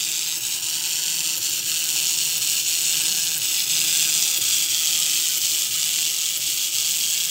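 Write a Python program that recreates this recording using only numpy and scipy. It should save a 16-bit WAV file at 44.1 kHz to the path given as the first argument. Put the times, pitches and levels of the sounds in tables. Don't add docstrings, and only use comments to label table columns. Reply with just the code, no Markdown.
import sys
import numpy as np
from scipy import signal
from scipy.fft import rfft, irfft, next_fast_len
from scipy.io import wavfile
from scipy.ndimage import uniform_filter1d, map_coordinates

SR = 44100
rng = np.random.default_rng(int(sys.argv[2]) if len(sys.argv) > 2 else 0)


def master_out(mix):
    frames = np.transpose(np.atleast_2d(mix))
    ceiling = np.clip(frames, -1, 1)
    pcm = np.round(ceiling * 32767).astype(np.int16)
    wavfile.write(sys.argv[1], SR, pcm)


N = 321930
TIME_S = np.arange(N) / SR
ROW_HZ, GEAR_HZ = 161.0, 41.8
# first_pass_s, turn_s. 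The idler drum is slightly larger, so it falls behind.
DRIVEN, IDLER = (.397, .9995), (.605, 1.0178)

def amp(db):
    return 10 ** (np.asarray(db) / 20)

def unit(x):
    return x / np.sqrt(np.mean(x ** 2) + 1e-20)

def noise():
    return rng.standard_normal(N)

def along(points, hz):
    pitches, values = np.transpose(points)
    return np.interp(np.log(hz + 1), np.log(pitches + 1), values)

def curves(table):
    times, *columns = np.transpose(table)
    return [np.interp(TIME_S, times, column) for column in columns]

def wobble(rate):
    coarse_s = TIME_S[::32]
    points = rng.standard_normal(int(N * rate / SR) + 4)
    return np.interp(TIME_S, coarse_s, map_coordinates(points, [coarse_s * rate], mode="nearest"))

def bell(centre_s, half_s):
    return np.exp(-np.minimum(((TIME_S - centre_s) / half_s) ** 2, 20))

def filtered(x, response):
    size = 2 * next_fast_len(N // 2 + SR // 4)
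    return irfft(rfft(x, size) * response(np.fft.rfftfreq(size, 1 / SR)), size)[:N]

def coloured(x, spectrum):
    def response(hz):
        cepstrum = irfft(np.log(amp(along(spectrum, hz))))
        return np.exp(rfft(2 * cepstrum[:len(hz) - 1], len(cepstrum)))
    return unit(filtered(x, response))

def ringing(x, modes):
    def response(hz):
        return sum(amp(db) * 1j * hz * width / (pitch ** 2 - hz ** 2 + 1j * hz * width)
                   for pitch, width, db in modes)
    return unit(filtered(x, response))

def crackle(per_second, spread_db, life_s):
    sizes = amp(spread_db * np.clip(noise(), -3, 2.6))
    energy = (rng.random(N) < per_second / SR) * sizes ** 2
    fading = signal.lfilter([1], [1, -np.exp(-2 / (life_s * SR))], energy)
    return unit(np.sqrt(fading) * noise())

def passes(drum):
    first_s, turn_s = drum
    return np.arange(first_s, N / SR, turn_s)

def row_blur():
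    between = sum((TIME_S > start) & (TIME_S < end + .05)
                  for start, end in zip(passes(DRIVEN), passes(IDLER)))
    return uniform_filter1d(between * 1.0, size=2000)

def release(rows, aligned):
    flutter = .085 * np.sin(2 * np.pi * GEAR_HZ * TIME_S + .8 * wobble(5))
    phase = 2 * np.pi * (rows + flutter + .05 * wobble(70))
    burst = np.tanh(2.3 * (np.sin(phase) + .25 * np.cos(2 * phase) + .1))
    return (1 + aligned * burst) * amp(0.69 * np.sin(phase / 2))

# pitch_hz, relative_db
HOOK_COLOUR = [(300, -26.5), (1700, -25), (2120, -17.5), (2300, -8), (2850, 0), (3350, 1), (3900, -3.5),
               (4500, -1), (5300, -1.5), (6200, 0), (6750, 1.5), (8100, 1.5), (9200, -11), (16000, -20)]
def hook_rasp(rate, level_db, close):
    turns = (TIME_S - DRIVEN[0]) / DRIVEN[1]
    press_db = 0.8 * np.cos(2 * np.pi * (turns - 0.57))
    hooks = coloured(crackle(3000 * rate, spread_db=3.5, life_s=0.00024), HOOK_COLOUR)
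    return amp(level_db - 0.37 + press_db + 0.25 * wobble(18)) * hollow_tone(hooks, close)

def hollow_tone(x, close, far_hz=4100, near_hz=3060, width_hz=240):
    carrier = np.exp(2j * np.pi * np.cumsum(far_hz + (near_hz - far_hz) * close) / SR)
    decay = np.exp(-np.pi * width_hz / SR)
    ring = 2 * np.real(carrier * signal.lfilter([1 - decay], [1, -decay], x / carrier))
    return x + 0.28 * close * ring

# pitch_hz, relative_db
FIBRE_COLOUR = [(3000, -30), (8000, -13.5), (9500, -8.5), (12500, -4.5), (14500, -1.5), (16000, -1)]
def fibre_fizz(rate, level_db, boost_db, grip, usual_db=-23):
    fibres = crackle(4000 * (rate + 0.89), spread_db=4.0, life_s=0.000079)
    fizz_db = -28.3 + 1.15 * (level_db - usual_db) + boost_db
    flick = amp(level_db - 3.5) * sum(bell(s - .015, 0.0089) for s in passes(DRIVEN))
    return (amp(fizz_db) * grip ** 0.84 + flick) * coloured(fibres, FIBRE_COLOUR)

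# pitch_hz, width_hz, far_level_db, close_change_db
WALL_NOTES = [(440, 140, 0, -8), (512, 72, 3.5, -8.5), (770, 80, 0, 1.5), (917, 180, 3.5, -12),
              (1281, 60, 3.5, 3), (1498, 34, 5, 3), (1634, 147, 6, -0.5), (1968, 134, 8.5, -2)]
def drum_walls(rate, close):
    tugs = crackle(3000 * (rate + 0.73), spread_db=0.0, life_s=0.00068)
    tugs = filtered(tugs, lambda hz: hz ** 6 / (hz ** 6 + 340 ** 6))
    walls = np.zeros(N)
    for hz, width_hz, far_db, change_db in WALL_NOTES:
        note = signal.lfilter(*signal.iirpeak(hz, hz / width_hz, SR), tugs)
        walls += amp(far_db + change_db * close + 2.6 * wobble(4)) * note
    return unit(walls)

# delay_ms, close_ms, descent_ms, gain, close_gain, descent_gain
NEAR_SURFACES = [(0.694, 0.26, 0.0019, .39, -0.21, -0.15), (1.08, 0.0029, 0.313, 0.16, .03, -.17),
                 (1.27, 0.0031, .52, .16, 0.013, .03)]
def near_echoes(x, close, descent, share):
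    total, power = x, 1
    for ms, close_ms, descent_ms, gain, close_gain, descent_gain in NEAR_SURFACES:
        delay_ms = ms + close_ms * close + descent_ms * descent
        strength = share * (gain + close_gain * close + descent_gain * descent)
        total = total + strength * map_coordinates(x, [np.arange(N) - delay_ms * SR / 1000])
        power = power + strength ** 2
    return total / np.sqrt(power)

# time_s, level_db
TAPE_LOUDNESS = [(0, -26.0), (1, -25.0), (2, -23), (3, -22.5), (3.5, -23.5), (3.9, -21), (4.5, -22),
                 (5.2, -22), (6.3, -24.5), (7, -23), (7.3, -23.5)]
# time_s, closeness (0 far, 1 near), descent (0 above the drums, 1 at the front panel)
MICROPHONE_PATH = [(0, .52, 0), (.7, .04, .04), (1.2, 0, .11), (2, .08, .18), (3.3, .14, .21),
                   (3.9, .42, .27), (4.5, .66, .36), (5.2, 1, .64), (5.9, .93, .93), (7.3, .85, 1)]
def tearing_tape(rows, aligned, blur):
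    level_db, = curves(TAPE_LOUDNESS)
    close, descent = curves(MICROPHONE_PATH)
    rate = release(rows, aligned)
    driven_dip_db = 6.6 * sum(bell(s, half_s=0.013) for s in passes(DRIVEN))
    idler_dip_db = 5.8 * sum(bell(s, half_s=0.025) for s in passes(IDLER))
    grip = amp(-driven_dip_db - idler_dip_db)
    blur_db, wall_blur_db = 1.46 * blur, -1.3 * blur
    near_db, shade_db = 0.6 * descent, -3 * descent
    rasp = grip * hook_rasp(rate, level_db + blur_db, close)
    fizz = fibre_fizz(rate, level_db, near_db + blur_db, grip)
    walls = amp(level_db - 20.5 + shade_db + wall_blur_db) * np.sqrt(grip) * drum_walls(rate, close)
    return (near_echoes(rasp + walls, close, descent, share=.85)
            + near_echoes(fizz, close, descent, share=.35))

# pitch_hz, width_hz, relative_db
FRAME_NOTES = [(82, 5, -6), (118, 5.6, 0), (152.5, 21, 8.5), (187, 11, 7), (310.4, 46, 5.5)]
# time_s, rumble_db, octave_hum_db
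FRAME_LOUDNESS = [(0, -52.5, -57.5), (1, -53.5, -55.5), (2, -50.5, -56.5), (3.2, -51.5, -54), (4, -50, -53),
                  (4.8, -53.5, -57), (5.6, -51, -55.5), (6.3, -54, -59.5), (7.3, -53, -62)]
def frame_hum(rows, aligned):
    rumble_db, octave_db = curves(FRAME_LOUDNESS)
    shaking = ringing(noise(), FRAME_NOTES)
    shaking = filtered(shaking, lambda hz: 1 - 0.84 * np.exp(-((hz - 245) / 35) ** 2))
    rumble = amp(rumble_db - 1.0 + 2.2 * wobble(6.1)) * shaking
    hum_gain = amp(rumble_db - 2.5 + 1.7 * wobble(6.02)) * (0.3 + 1.02 * aligned)
    hum = hum_gain * np.sin(2 * np.pi * rows + .35 * wobble(14))
    octave = amp(octave_db + 1.8 * wobble(9.4)) * np.sin(4 * np.pi * rows)
    return rumble + hum + octave

# pitch_hz, relative_db
AIR_COLOUR = [(20, -8), (45, -12), (80, -2), (250, -3), (1000, -9), (8000, -25)]
def room_air():
    return amp(-66) * coloured(noise(), AIR_COLOUR)

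# pitch_hz, fade_s
ROOM_FADE = [(200, 0.26), (3000, 0.21), (14000, 0.22)]
def room_echo(x, steps=30):
    echo, hop = np.zeros(N + 2 * SR), N // steps
    for step in range(steps + 1):
        hz, t, spectrum = signal.stft(rng.standard_normal(SR // 2), SR, nperseg=256)
        fade = amp(-60 * t / along(ROOM_FADE, hz)[:, None])
        tail = signal.istft(spectrum * fade, SR, nperseg=256)[1]
        part = np.arange(max((step - 1) * hop, 0), min((step + 1) * hop, N))
        crossfade = np.cos(np.pi / 2 * (part / hop - step))
        wet = signal.fftconvolve(x[part] * crossfade, tail / np.linalg.norm(tail))
        echo[part[0] + SR // 300:][:len(wet)] += wet
    return echo[:N]

JOINT_BUMPS_DB = [-49, -49.5, -47, -47, -43, -48, -50]
def joint_bumps(idler_db=-49):
    driven = list(zip(passes(DRIVEN), JOINT_BUMPS_DB))
    idler = [(s, idler_db) for s in passes(IDLER)]
    drops = sum(amp(db) * (bell(s + 0.023, 0.034) + .5 * bell(s + 0.11, 0.077))
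                for s, db in driven + idler)
    thud = amp(-5) * drops * ringing(ringing(noise(), [(116, 21, 0)]), [(116, 42, 0)])
    edges = sum(amp(db) * bell(s - .008, 0.026) for s, db in driven)
    edge_ring = ringing(noise(), [(340, 55, 0), (560, 160, -2)])
    knock = amp(-2) * edges * ringing(edge_ring, [(380, 170, 0)])
    return thud + knock

# start_s, strength_db, pitch_hz
STUBBORN_HOOKS = [(1.4462, -5, 6880), (1.5194, -9, 6020), (2.8529, -3, 6670), (3.6037, -2, 4130),
                  (3.9724, -6, 7810), (4.2244, -1, 5860), (4.6838, -13, 3370), (4.8324, -14, 3360),
                  (4.963, -14, 3250), (4.9766, -5, 6910), (5.001, -5, 7400), (5.287, -4, 7380),
                  (5.9858, -8, 3300), (6.3596, -6, 7440), (6.9127, -5, 7560)]
def hook_ticks():
    ticks, t = np.zeros(N), np.arange(SR // 200) / SR
    burst = np.exp(-((t - .0006) / .00022) ** 2)
    for start_s, db, hz in STUBBORN_HOOKS:
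        ticks[round(start_s * SR):][:len(t)] += amp(db - 3) * burst * np.sin(2 * np.pi * hz * t)
    return ticks

def scene():
    rows = ROW_HZ * TIME_S + .13 * wobble(2) + .03 * wobble(25)
    blur = row_blur()
    aligned = np.clip(0.79 + 0.047 * wobble(12) - .7 * blur, 0, 1)
    tearing = tearing_tape(rows, aligned, blur) + hook_ticks()
    air = room_air()
    echo = amp(-9.5) * room_echo(tearing)
    return (tearing + echo + frame_hum(rows, aligned) + joint_bumps() + air)[None]

def record(dry, bass_hz=62, top_hz=15760):
    return filtered(dry[0], lambda hz: hz ** 2 / np.hypot(hz ** 2, bass_hz ** 2) * (hz < top_hz))[None]

dry = scene()
out = record(dry)
master_out(out)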